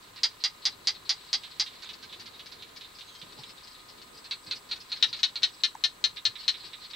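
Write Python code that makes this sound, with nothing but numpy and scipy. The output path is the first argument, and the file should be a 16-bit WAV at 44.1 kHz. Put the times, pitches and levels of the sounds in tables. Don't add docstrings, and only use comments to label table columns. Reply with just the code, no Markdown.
import sys
import numpy as np
from scipy import signal
from scipy.fft import rfft, irfft
from scipy.io import wavfile
from scipy.ndimage import uniform_filter1d

SR = 44100
rng = np.random.default_rng(int(sys.argv[2]) if len(sys.argv) > 2 else 0)


def how_loud(loudness_db):
    steps = np.asarray(loudness_db, float) / 20
    return 10 ** steps


def wav_out(sig):
    wavfile.write(sys.argv[1], SR, np.round(np.clip(np.atleast_2d(sig).T, -1, 1) * 32767).astype(np.int16))


N = 306495
SIZE = 8192
HZ = np.fft.rfftfreq(SIZE, 1 / SR)
SCENE_HZ = np.fft.rfftfreq(N, 1 / SR)
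T = np.arange(N) / SR
CASE_PAN_DB = 0.5


def on_log_hz(table, hz):
    table_hz, values = np.transpose(table)
    return np.interp(np.log(hz + 1), np.log(table_hz), values)


def level(x, db):
    return x * how_loud(db) / np.sqrt(np.mean(x ** 2))


def pan(db):
    return how_loud(np.array([[db], [-db]]) / 2)


def walk(rate_hz):
    k = int(SR / rate_hz)
    steps = np.repeat(rng.standard_normal(N // k + 1), k)
    return 1.4 * uniform_filter1d(uniform_filter1d(steps, k), k)[:N]


def swells(rows):
    return sum(db * np.exp(-((T - s) / half_s) ** 2) for s, half_s, db in rows)


def resonances(modes, hz):
    s = 1j * hz
    return sum(how_loud(db) * w * s / (f * f + w * s + s * s) for f, w, db in modes)


def add(out, sound, start_s):
    i = int(start_s * SR)
    trimmed = sound * (np.arange(SIZE) < SIZE - 400)
    out[:, i:i + SIZE] += trimmed[:, :N - i]


# f/Hz, density/dB
AIR = [(24, -17.5), (32, -15.5), (60, -7), (250, -6), (430, -4), (680, -9), (1000, -5), (1600, -8),
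       (2600, -11.5), (5000, -20.5), (7000, -16.5), (10000, -21), (15800, -24), (16300, -58.5)]
# f/Hz, correlation/1
AIR_ALIKE = [(30, 0.9), (60, 0.997), (125, 0.792), (300, 0.758), (500, -0.014), (1000, -0.233),
             (3000, -0.15), (8000, 0.11), (12000, 0.39), (16000, 1)]
# middle t/s, half length/s, rise/dB
GUSTS = [(1.04, 0.129, 3.5), (2.198, 0.338, 4.5), (2.877, 0.2, 2), (4.72, 0.106, 3.5), (5.15, 0.11, 4),
         (3.406, 0.18, 2), (4.083, 0.217, 3.5), (2.578, 0.099, 3), (6.65, 0.06, 3.5), (0.784, 0.071, 2)]
# t/s, rise/dB
BRUSHES = [
    (3.25, 5),
    (3.39, 7.5),
    (4.49, 7),
    (5.44, 8),
    (6.04, 6.5),
    (6.29, 2),
]


def air():
    alike = np.clip(on_log_hz(AIR_ALIKE, SCENE_HZ), -.5, .999)
    noise = rfft(rng.standard_normal((2, N))) * how_loud(on_log_hz(AIR, SCENE_HZ))
    mid, side = noise * np.sqrt([1 + alike, 1 - alike])
    both = np.array([mid + side, mid - side])
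    low = 1 / (1 + (SCENE_HZ / 750) ** 4) / (1 + (60 / (SCENE_HZ + 1)) ** 4)
    brush_s = 0.035
    brushes_db = swells([(s, brush_s, db) for s, db in BRUSHES])
    gusts = how_loud(swells(GUSTS) + brushes_db - 2.0 + walk(20))
    return level(irfft(both * low, N) * gusts + irfft(both * (1 - low), N), -54)


# f/Hz, rms level/dB
HUM = [
    (32.3, -75),
    (107.7, -77),
    (1239.5, -68),
    (15625, -86),
]


def hum():
    tones = sum(np.sqrt(2) * how_loud(db + 2.0 * walk(6.5)) * np.sin(2 * np.pi * f * T) for f, db in HUM)
    return tones * pan(CASE_PAN_DB)


CRICKET_SONGS = [
    (8070, 134.7),
    (7850, 126.8),
]
# middle t/s, half length/s, rise/dB
HIGH_SWELLS = [(0.0, 0.93, 9.5), (1.33, 0.32, 13.5), (3.0, 0.197, 9), (3.52, 0.433, 15.5),
               (4.37, 0.435, 16.5), (5.6, 0.23, 14.5), (6.75, 0.57, 13)]
LOW_SWELLS = [(0.3, 0.5, 4.1), (1.45, 0.8, 11.4), (3.15, 0.2, 7.9), (4.4, 0.47, 9.6), (5.5, 0.653, 12.75),
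              (6.8, 0.86, 11)]
SOFT_TRILL_DB = [-77.5, -75.5]


def crickets():
    out = 0
    for k, (wing_hz, rate_hz) in enumerate(CRICKET_SONGS):
        stroke = np.cumsum(rate_hz * (1 + .002 * walk(3))) / SR
        burst = np.exp(-((stroke % 1 - .5) / .2) ** 2) * how_loud(1.2 * walk(120))
        wing = 2 * np.pi * np.cumsum(wing_hz * (1 + 0.012 * walk(300))) / SR
        trill_db = SOFT_TRILL_DB[k] + swells((HIGH_SWELLS, LOW_SWELLS)[k]) - 3.0
        out = out + pan(1.5 - 1.1 * k) * level(burst * np.sin(wing), 0) * how_loud(trill_db)
    return out


def throat_ring(throat, stretch=1):
    colour_db = uniform_filter1d(on_log_hz(throat, HZ / stretch), size=20)
    cepstrum = irfft(np.log(how_loud(colour_db)))
    cepstrum[1:SIZE // 2] *= 2
    cepstrum[SIZE // 2 + 1:] = 0
    ring = np.exp(rfft(cepstrum))
    return ring / np.abs(signal.hilbert(irfft(ring))).max()


def breathy(ring, puff_ms=8.5, hiss_hz=7800, hiss_db=2.5):
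    puff = rng.standard_normal(SIZE) * np.exp(-np.arange(SIZE) / SR * 1000 / puff_ms)
    high = 1 / (1 + (hiss_hz / (HZ + 1)) ** 8)
    hiss = how_loud(hiss_db) * rfft(puff) / np.sqrt(np.sum(puff ** 2))
    return ring * (1 - high + high * hiss)


def grass(scatter_db, t60_s, late_db=-20, late_t60_s=0.142, apart=0.776, rise_s=0.0085):
    t = np.arange(SIZE) / SR
    rise = 1 - np.exp(-(t / rise_s) ** 2)
    fall = how_loud(-60 * t / t60_s) + how_loud(late_db - 60 * t / late_t60_s)
    noise = rng.standard_normal((3, SIZE))
    echoes = (noise[0] + apart * noise[1:]) * rise * fall * (t < .13)
    return 1 + how_loud(scatter_db) * rfft(echoes) * resonances([(3700, 130000, 0.0096)], HZ)


def ports(pan_db):
    lag_us_per_db = 2
    lead_s = np.array([[1], [-1]]) * pan_db * lag_us_per_db / 2e6
    grille = 1 - 2 * resonances([(4400, 4200, 0)], HZ)
    return grille * pan(pan_db) * np.exp(2j * np.pi * HZ * lead_s)


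def bark(peak_db, gaps_ms, fade_ms, ring, path, jitter, dulling_db=0.45, bloom_db=0.1019, loose_from=0):
    gap_chance, size_chance = rng.standard_normal((2, len(gaps_ms) + 1))
    looseness = jitter * np.linspace(loose_from, 1, len(gaps_ms))
    ms = np.r_[0, np.cumsum(gaps_ms * (1 + looseness * gap_chance[1:]))]
    fade_squareness = 2.27
    size = np.exp(-(ms / fade_ms) ** fade_squareness) * how_loud(.6 * size_chance)
    khz = HZ / 1000 - 4
    tilt_db = -dulling_db * np.maximum(khz, 0) + bloom_db * np.maximum(-khz, 0)
    colour = how_loud(np.outer(ms, tilt_db))
    clicks = size @ (colour * np.exp(-2j * np.pi * np.outer(ms / 1000, HZ)))
    heard = clicks * breathy(ring) * path
    effort = np.linalg.norm(ring) * np.linalg.norm(size)
    return how_loud(peak_db) * irfft(heard) * effort / np.linalg.norm(heard.mean(axis=0))


# f/Hz, level/dB
FAR_THROAT = [(400, -65), (1500, -16), (2200, -14), (3000, -11), (4000, 0), (5000, -10.5), (6000, -20.5),
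              (7500, -31), (16000, -84.5)]


def far_bark(db, hz, pan_db, gap_ms, fade_ms, scatter_db, narrowing):
    throat = [(f, narrowing * colour_db) for f, colour_db in FAR_THROAT]
    ring = throat_ring(throat, hz / 4000)
    path = grass(scatter_db, 0.086, rise_s=0.00416) * ports(pan_db)
    return bark(db, np.full(14, gap_ms), fade_ms, ring, path, jitter=.16, loose_from=0.59)


# t/s, level/dB
CHORUS_DB = [(0.0, -56), (0.71, -59), (1.55, -52.5), (2.63, -56.5), (3.58, -55.5), (3.95, -58),
             (4.8, -60.5), (4.99, -49.5), (5.28, -59), (5.4, -57), (6.35, -60), (6.52, -49.5), (6.95, -56)]


def chorus():
    out = np.zeros((2, N))
    barks_per_s = 220
    voices = [far_bark(0, 3800 + 900 * a, 12 * side - 6, 2.1 + b, 28.1, -1.6, 0.985)
              for a, b, side in rng.random((40, 3))]
    for k, (when, size) in enumerate(rng.random((int(barks_per_s * N / SR), 2))):
        add(out, how_loud(3.9 * size) * voices[k % 40], when * N / SR)
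    t_s, db = np.transpose(CHORUS_DB)
    return level(out, 0) * how_loud(np.interp(T, t_s, db) + 0.41)


# f/Hz, width/Hz, rms level/dB
TICK_RING = [
    (721, 93, -77.5),
    (1032.4, 143, -65.5),
    (1204, 223, -72),
]


def motor():
    tick_rate_hz, left_db = 33.5, 5.5
    ticks = np.zeros(N)
    at = (np.arange(.012, N / SR - .01, 1 / tick_rate_hz) * SR).astype(int)
    ticks[at] = how_loud(0.5 * rng.standard_normal(len(at)))
    struck = rfft(ticks)
    rings = sum(level(irfft(struck * resonances([(f, w, 0)], SCENE_HZ) ** 2, N), db) for f, w, db in TICK_RING)
    return rings * pan(left_db + CASE_PAN_DB)


# (t/s, peak/dB)
FAR_BOUTS = [
    ((4295, -3, 2.2, 32), [(0.161, -33), (0.4025, -37)]),
    ((4220, 3.9, 2.85, 30.6), [(0.6205, -38), (0.8435, -40), (1.0505, -37.5), (1.284, -41.5), (1.5094, -42), (1.7524, -43)]),
    ((4170, 5.6, 2.52, 19), [(0.0248, -54), (0.7194, -38.5), (0.945, -34), (1.1687, -41)]),
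    ((4280, -4.5, 3, 15), [(1.8233, -26.5), (2.0276, -28), (2.2583, -28.5), (2.5172, -29)]),
    ((4490, 3.4, 2.16, 9.6), [(1.9325, -29.5), (2.1974, -27.5), (2.4603, -29.5), (2.7621, -29.5)]),
    ((3837.5, -2.5, 2, 29.5), [(1.8494, -37), (2.0894, -41.5), (2.3351, -41), (2.5855, -43), (2.835, -38.5), (3.0809, -42)]),
             ((4210, 5.1, 2.49, 3.15), [(2.9871, -28.5), (3.1517, -29.5), (3.3233, -30), (3.494, -28.5), (3.6735, -29.5), (3.8487, -46.5), (4.0168, -30)]),
    ((4840, 3, 2.49, 14.1), [(2.9507, -39.5), (3.189, -42), (3.3887, -37), (3.6351, -38), (3.7094, -41.5), (3.8866, -37), (4.145, -43), (4.1739, -37), (4.4328, -44)]),
    ((3870, 3.6, 2.86, 8.9), [(3.2939, -44), (3.375, -42), (3.465, -41.5), (3.5748, -37), (3.745, -37), (3.7933, -40), (3.9774, -41)]),
    ((4328.5, -2.5, 2.5, 22), [(4.2438, -32), (4.4648, -32), (4.6902, -34), (4.897, -35.5)]),
    ((4900.5, -1.5, 1.5, 15), [(4.555, -32), (4.803, -35), (5.0844, -33), (5.5344, -43)]),
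             ((4070, 0.46, 2.57, 7), [(4.7594, -28), (4.9621, -24.5), (5.1654, -27), (5.1911, -23), (5.422, -20.5), (5.6027, -36.5)]),
    ((3897, -3.5, 5, 1.5), [(5.2894, -29.5), (5.4894, -28), (5.7094, -58), (5.8994, -46)]),
    ((4250.5, -4, 1, 34.5), [(6.3844, -36.5), (6.5994, -40), (6.8164, -40.5)]),
    ((4220, 0.5, 1, 32.5), [(6.4298, -36), (6.6328, -36.5), (6.8372, -35)]),
    ((4300, 6.8, 1.4, 12.4), [(6.1615, -32.5), (6.4024, -32), (6.653, -33), (6.9027, -32.5)]),
]


def distant():
    out = np.zeros((2, N))
    for (hz, pan_db, gap_ms, fade_ms), barks in FAR_BOUTS:
        for s, db in barks:
            narrowing = np.clip(.9 - 0.074 * (db + 30.5), .7, 1.6)
            add(out, far_bark(db + 0.9, hz, pan_db, gap_ms, fade_ms, -19.5, narrowing), s)
    return out


def burrow(late_ms, echo_db):
    delay = np.exp(-2j * np.pi * HZ * late_ms / 1000)
    return 1 + how_loud(echo_db) * resonances([(3200, 8400, 0.0014)], HZ) * delay


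# t/s, peak/dB, first click gap/ms, second gap/ms, later gaps/ms
AHEAD = [(0.2332, -11.1, 2.49, 2.72, 2.31), (0.4388, -11.9, 3.22, 3.27, 2.57),
         (0.654, -11.8, 3.11, 3.11, 2.62), (0.8721, -11.3, 3.13, 3.13, 2.62),
         (1.0934, -12.0, 3.11, 3.06, 2.65), (1.3301, -12.2, 3.06, 3.06, 2.62),
         (1.5978, -12.6, 3.11, 3.06, 2.56)]
LEFT = [(5.0257, -10.0, 1.6, 1.85, 2.07), (5.2317, -10.7, 2.09, 2.8, 2.62),
        (5.432, -10.8, 2.54, 2.72, 2.62), (5.6362, -10.8, 2.4, 3.2, 2.72), (5.8386, -11.0, 2.36, 3.1, 2.7),
        (6.0408, -11.0, 2.45, 3.12, 2.75), (6.2528, -10.9, 2.4, 3.13, 2.74),
        (6.4798, -10.9, 2.38, 3.08, 2.65)]
MIDDLE = [(4.3104, -21.7, 1.54, 1.77, 1.77), (4.5111, -20.9, 1.8, 1.95, 1.92),
          (4.7127, -20.7, 1.97, 2.15, 2.05), (4.9182, -20.8, 1.99, 2.15, 2.06),
          (5.129, -22.9, 2.02, 2.18, 2.06), (5.3566, -21.9, 2.0, 2.15, 2.08)]
RIGHT_FAR = [(1.4355, -32.9, 1.63, 1.81, 1.87), (1.6629, -31.0, 1.88, 2.15, 2.16),
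             (1.891, -30.8, 2.02, 2.31, 2.32), (2.1267, -32.3, 2.04, 2.29, 2.35),
             (2.3946, -33.6, 2.11, 2.31, 2.37), (2.6236, -33.4, 2.13, 2.22, 2.27),
             (2.8105, -34.0, 2.06, 2.37, 2.3), (3.0092, -32.8, 2.22, 2.43, 2.46),
             (3.2161, -32.3, 2.24, 2.43, 2.41), (3.4356, -31.6, 2.34, 2.54, 2.59)]
RIGHT_LATE = [(6.1698, -29.2, 2.2, 2.52, 2.43), (6.3552, -30.5, 2.99, 3.04, 2.83),
              (6.542, -30.1, 3.06, 3.15, 2.73), (6.7332, -30.3, 3.2, 3.27, 2.9),
              (6.934, -30, 3.2, 3.25, 2.9)]
# f/Hz, level/dB
AHEAD_THROAT = [(400, -42.5), (900, -27), (1400, -26), (2100, -15), (2550, -21), (2950, -14.5),
                (4000, -4.5), (4660, -2.5), (4790, 7), (4920, -2), (6200, -10.5), (8000, -26),
                (10500, -37.5), (12500, -57.5)]
LEFT_THROAT = [(400, -31.5), (1200, -21.5), (1700, -11), (2300, -9), (2700, -7.5), (3150, 1), (3450, -0.5),
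               (4150, 12.5), (4900, -6), (5550, -3.5), (6400, -8.5), (6950, -16), (10300, -31.5),
               (12500, -48.5)]
MIDDLE_THROAT = [(400, -29), (1500, -9), (1900, -10.5), (2600, -1.5), (3050, -5), (3750, 7.5), (4300, 13),
                 (5100, -7.5), (5600, -7.5), (6500, -11.5), (8200, -22.5), (10000, -26.5), (11500, -54.5)]
RIGHT_THROAT = [(400, -30.5), (1500, -11.5), (2200, -2.5), (3000, 3), (3850, 10), (4650, -0.5),
                (5000, -6.5), (6000, -10), (7500, -19), (16000, -41.5)]
LATE_THROAT = [(400, -44.5), (1200, -17), (2200, -3), (2800, -4.5), (3300, -1.5), (3850, 10.5),
               (4500, -14.5), (5500, -11.5), (7000, -52.5), (16000, -96)]
# barks, throat, gain/dB, fade/ms, scatter/dB, scatter t60/s, share of fade lost per bark/1
CALLERS = [(AHEAD, AHEAD_THROAT, 1.46, 22.82, -14, 0.0334, 0.0063),
           (LEFT, LEFT_THROAT, 1.315, 19.98, -13, 0.0268, 0.0158),
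           (MIDDLE, MIDDLE_THROAT, 0.0, 21.47, -11.5, 0.0308, 0.0295),
           (RIGHT_FAR, RIGHT_THROAT, 1, 25.5, -18, 0.049, 0.0655),
           (RIGHT_LATE, LATE_THROAT, -0.12, 20.9, -17.5, 0.039, 0.016)]
CALLER_PANS_DB = [-1.2, 6.6, -1.5, -4.8, -6.3]
HABITS = [(-.012, .06, 0), (.01, .05, .05), (.022, .055, 0), (0, .13, 0), (-.005, .06, 0)]
# treble lost/(dB/ms/kHz), bass gained/(dB/ms/kHz)
TILTS_DB = [(0.184, 0.114), (0.086, 0.1217), (0.138, 0.103), (.03, .01), (.03, 0.0104)]
# delay/ms, level/dB
BURROW_ECHOES = [(1.5, -14.5), (1.629, -17.5), (1.495, -30.5), (1.69, -23), (1.755, -17.5)]


def callers():
    out = np.zeros((2, N))
    echo_pan_share = 0.277
    settle = .5
    for caller, pan_db, habit, tilt, echo in zip(CALLERS, CALLER_PANS_DB, HABITS, TILTS_DB, BURROW_ECHOES):
        barks, throat, gain_db, fade_ms, scatter_db, t60_s, tiring = caller
        drift, jitter, flat = habit
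        place = grass(scatter_db, t60_s)
        for k, (s, db, first, second, later) in enumerate(barks):
            steady = later * (1 + drift * np.arange(14))
            early = (second - later) * settle ** np.arange(2, 16)
            gaps_ms = np.r_[first, second, (second + later) / 2, steady + early]
            scatter = (place + grass(scatter_db, t60_s)) / 2 - 1
            path = ports(pan_db) + scatter * ports(echo_pan_share * pan_db)
            ring = throat_ring(throat, 1 - flat * np.exp(-k / 2)) * burrow(*echo)
            tired_ms = fade_ms * (1.08 - tiring * k)
            add(out, bark(db + gain_db + 1.5, gaps_ms, tired_ms, ring, path, jitter, *tilt), s)
    return out


# t/s, f/Hz, length/ms, level/dB
BUMPS = [(3.225, 160, 19.8, -49.5), (3.38, 135, 41, -48.5), (3.385, 842, 15, -49), (4.5, 586, 15, -60),
         (3.4, 830, 16.5, -55.5), (4.474, 144.7, 15.4, -50), (4.5077, 3200, 0.78, -35),
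         (5.55, 804, 20.7, -65), (5.7512, 918, 6, -31), (5.751, 1600, 5.5, -47.5),
         (5.751, 6120, 1.22, -41.5), (5.751, 9300, 0.7, -47.5), (5.751, 2000, 4, -48.5),
         (3.392, 960, 13.8, -57.5), (3.9, 520, 20, -59), (1.846, 2470, 2, -43), (5.76, 888, 7.8, -49.5),
         (1.845, 1620, 1.05, -35.5), (1.845, 6630, 3.25, -43), (6.274, 101.3, 38, -52.5)]
# t/s, f/Hz, length/ms, level/dB
SIDE_TAP = (4, 1100, 0.3, -44)


def bumps():
    thuds = np.zeros(N)
    for s, f, ms, db in BUMPS:
        swell = np.sin(np.pi * np.clip((T - s) * 1000 / ms, 0, 1))
        thuds += how_loud(db) * swell * np.sin(2 * np.pi * f * (T - s))
    s, f, ms, db = SIDE_TAP
    tap = how_loud(db) * np.exp(-((T - s) * 1000 / ms) ** 2) * np.sin(2 * np.pi * f * (T - s))
    return thuds * pan(CASE_PAN_DB) + tap * np.array([[1], [-1]])


SQUEAKS = [
    (3.065, 3.19, 6403, -64),
    (3.113, 3.225, 3200, -59.5),
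    (3.381, 3.439, 5220, -60.5),
    (3.45, 3.532, 5220, -60.5),
]


def squeaks():
    out = np.zeros(N)
    for start, end, f, db in SQUEAKS:
        gate = np.clip(np.minimum(T - start, end - T) / 0.0095, 0, 1)
        tone = np.sin(2 * np.pi * f * T + 1.35 * walk(60))
        out += np.sqrt(2) * how_loud(db + 2.47 * walk(50.2)) * gate * tone
    return out * pan(CASE_PAN_DB)


def scene():
    camera = hum() + motor() + bumps() + squeaks()
    return air() + crickets() + chorus() + distant() + callers() + camera


def treble_dropouts(x):
    from_hz, loud_db, share, spared_db, depth_db = 10900, -27, .45, 1., -40
    hz, _, frames = signal.stft(x, SR, nperseg=1024)
    loud = 10 * np.log10(np.sum(np.abs(frames) ** 2, axis=(0, 1)) + 1e-12) > loud_db
    luck = rng.random((40, len(loud)))[(hz // 700).astype(int)]
    luck = luck.repeat(2, axis=1)[:, :len(loud)]
    gain_db = np.where(luck > share, spared_db, depth_db)
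    kept = how_loud(gain_db * (loud & (hz[:, None] > from_hz)))
    return signal.istft(frames * kept, SR, nperseg=1024)[1][:, :N]


def band_limit(x):
    return signal.sosfilt(signal.butter(12, 16060, fs=SR, output="sos"), x)


def record(dry):
    top_hz = 15760
    lowpass = signal.ellip(10, .1, 60, top_hz, fs=SR, output="sos")
    mix = signal.sosfiltfilt(lowpass, treble_dropouts(dry))
    return band_limit(mix)


dry = scene()
out = record(dry)
wav_out(out)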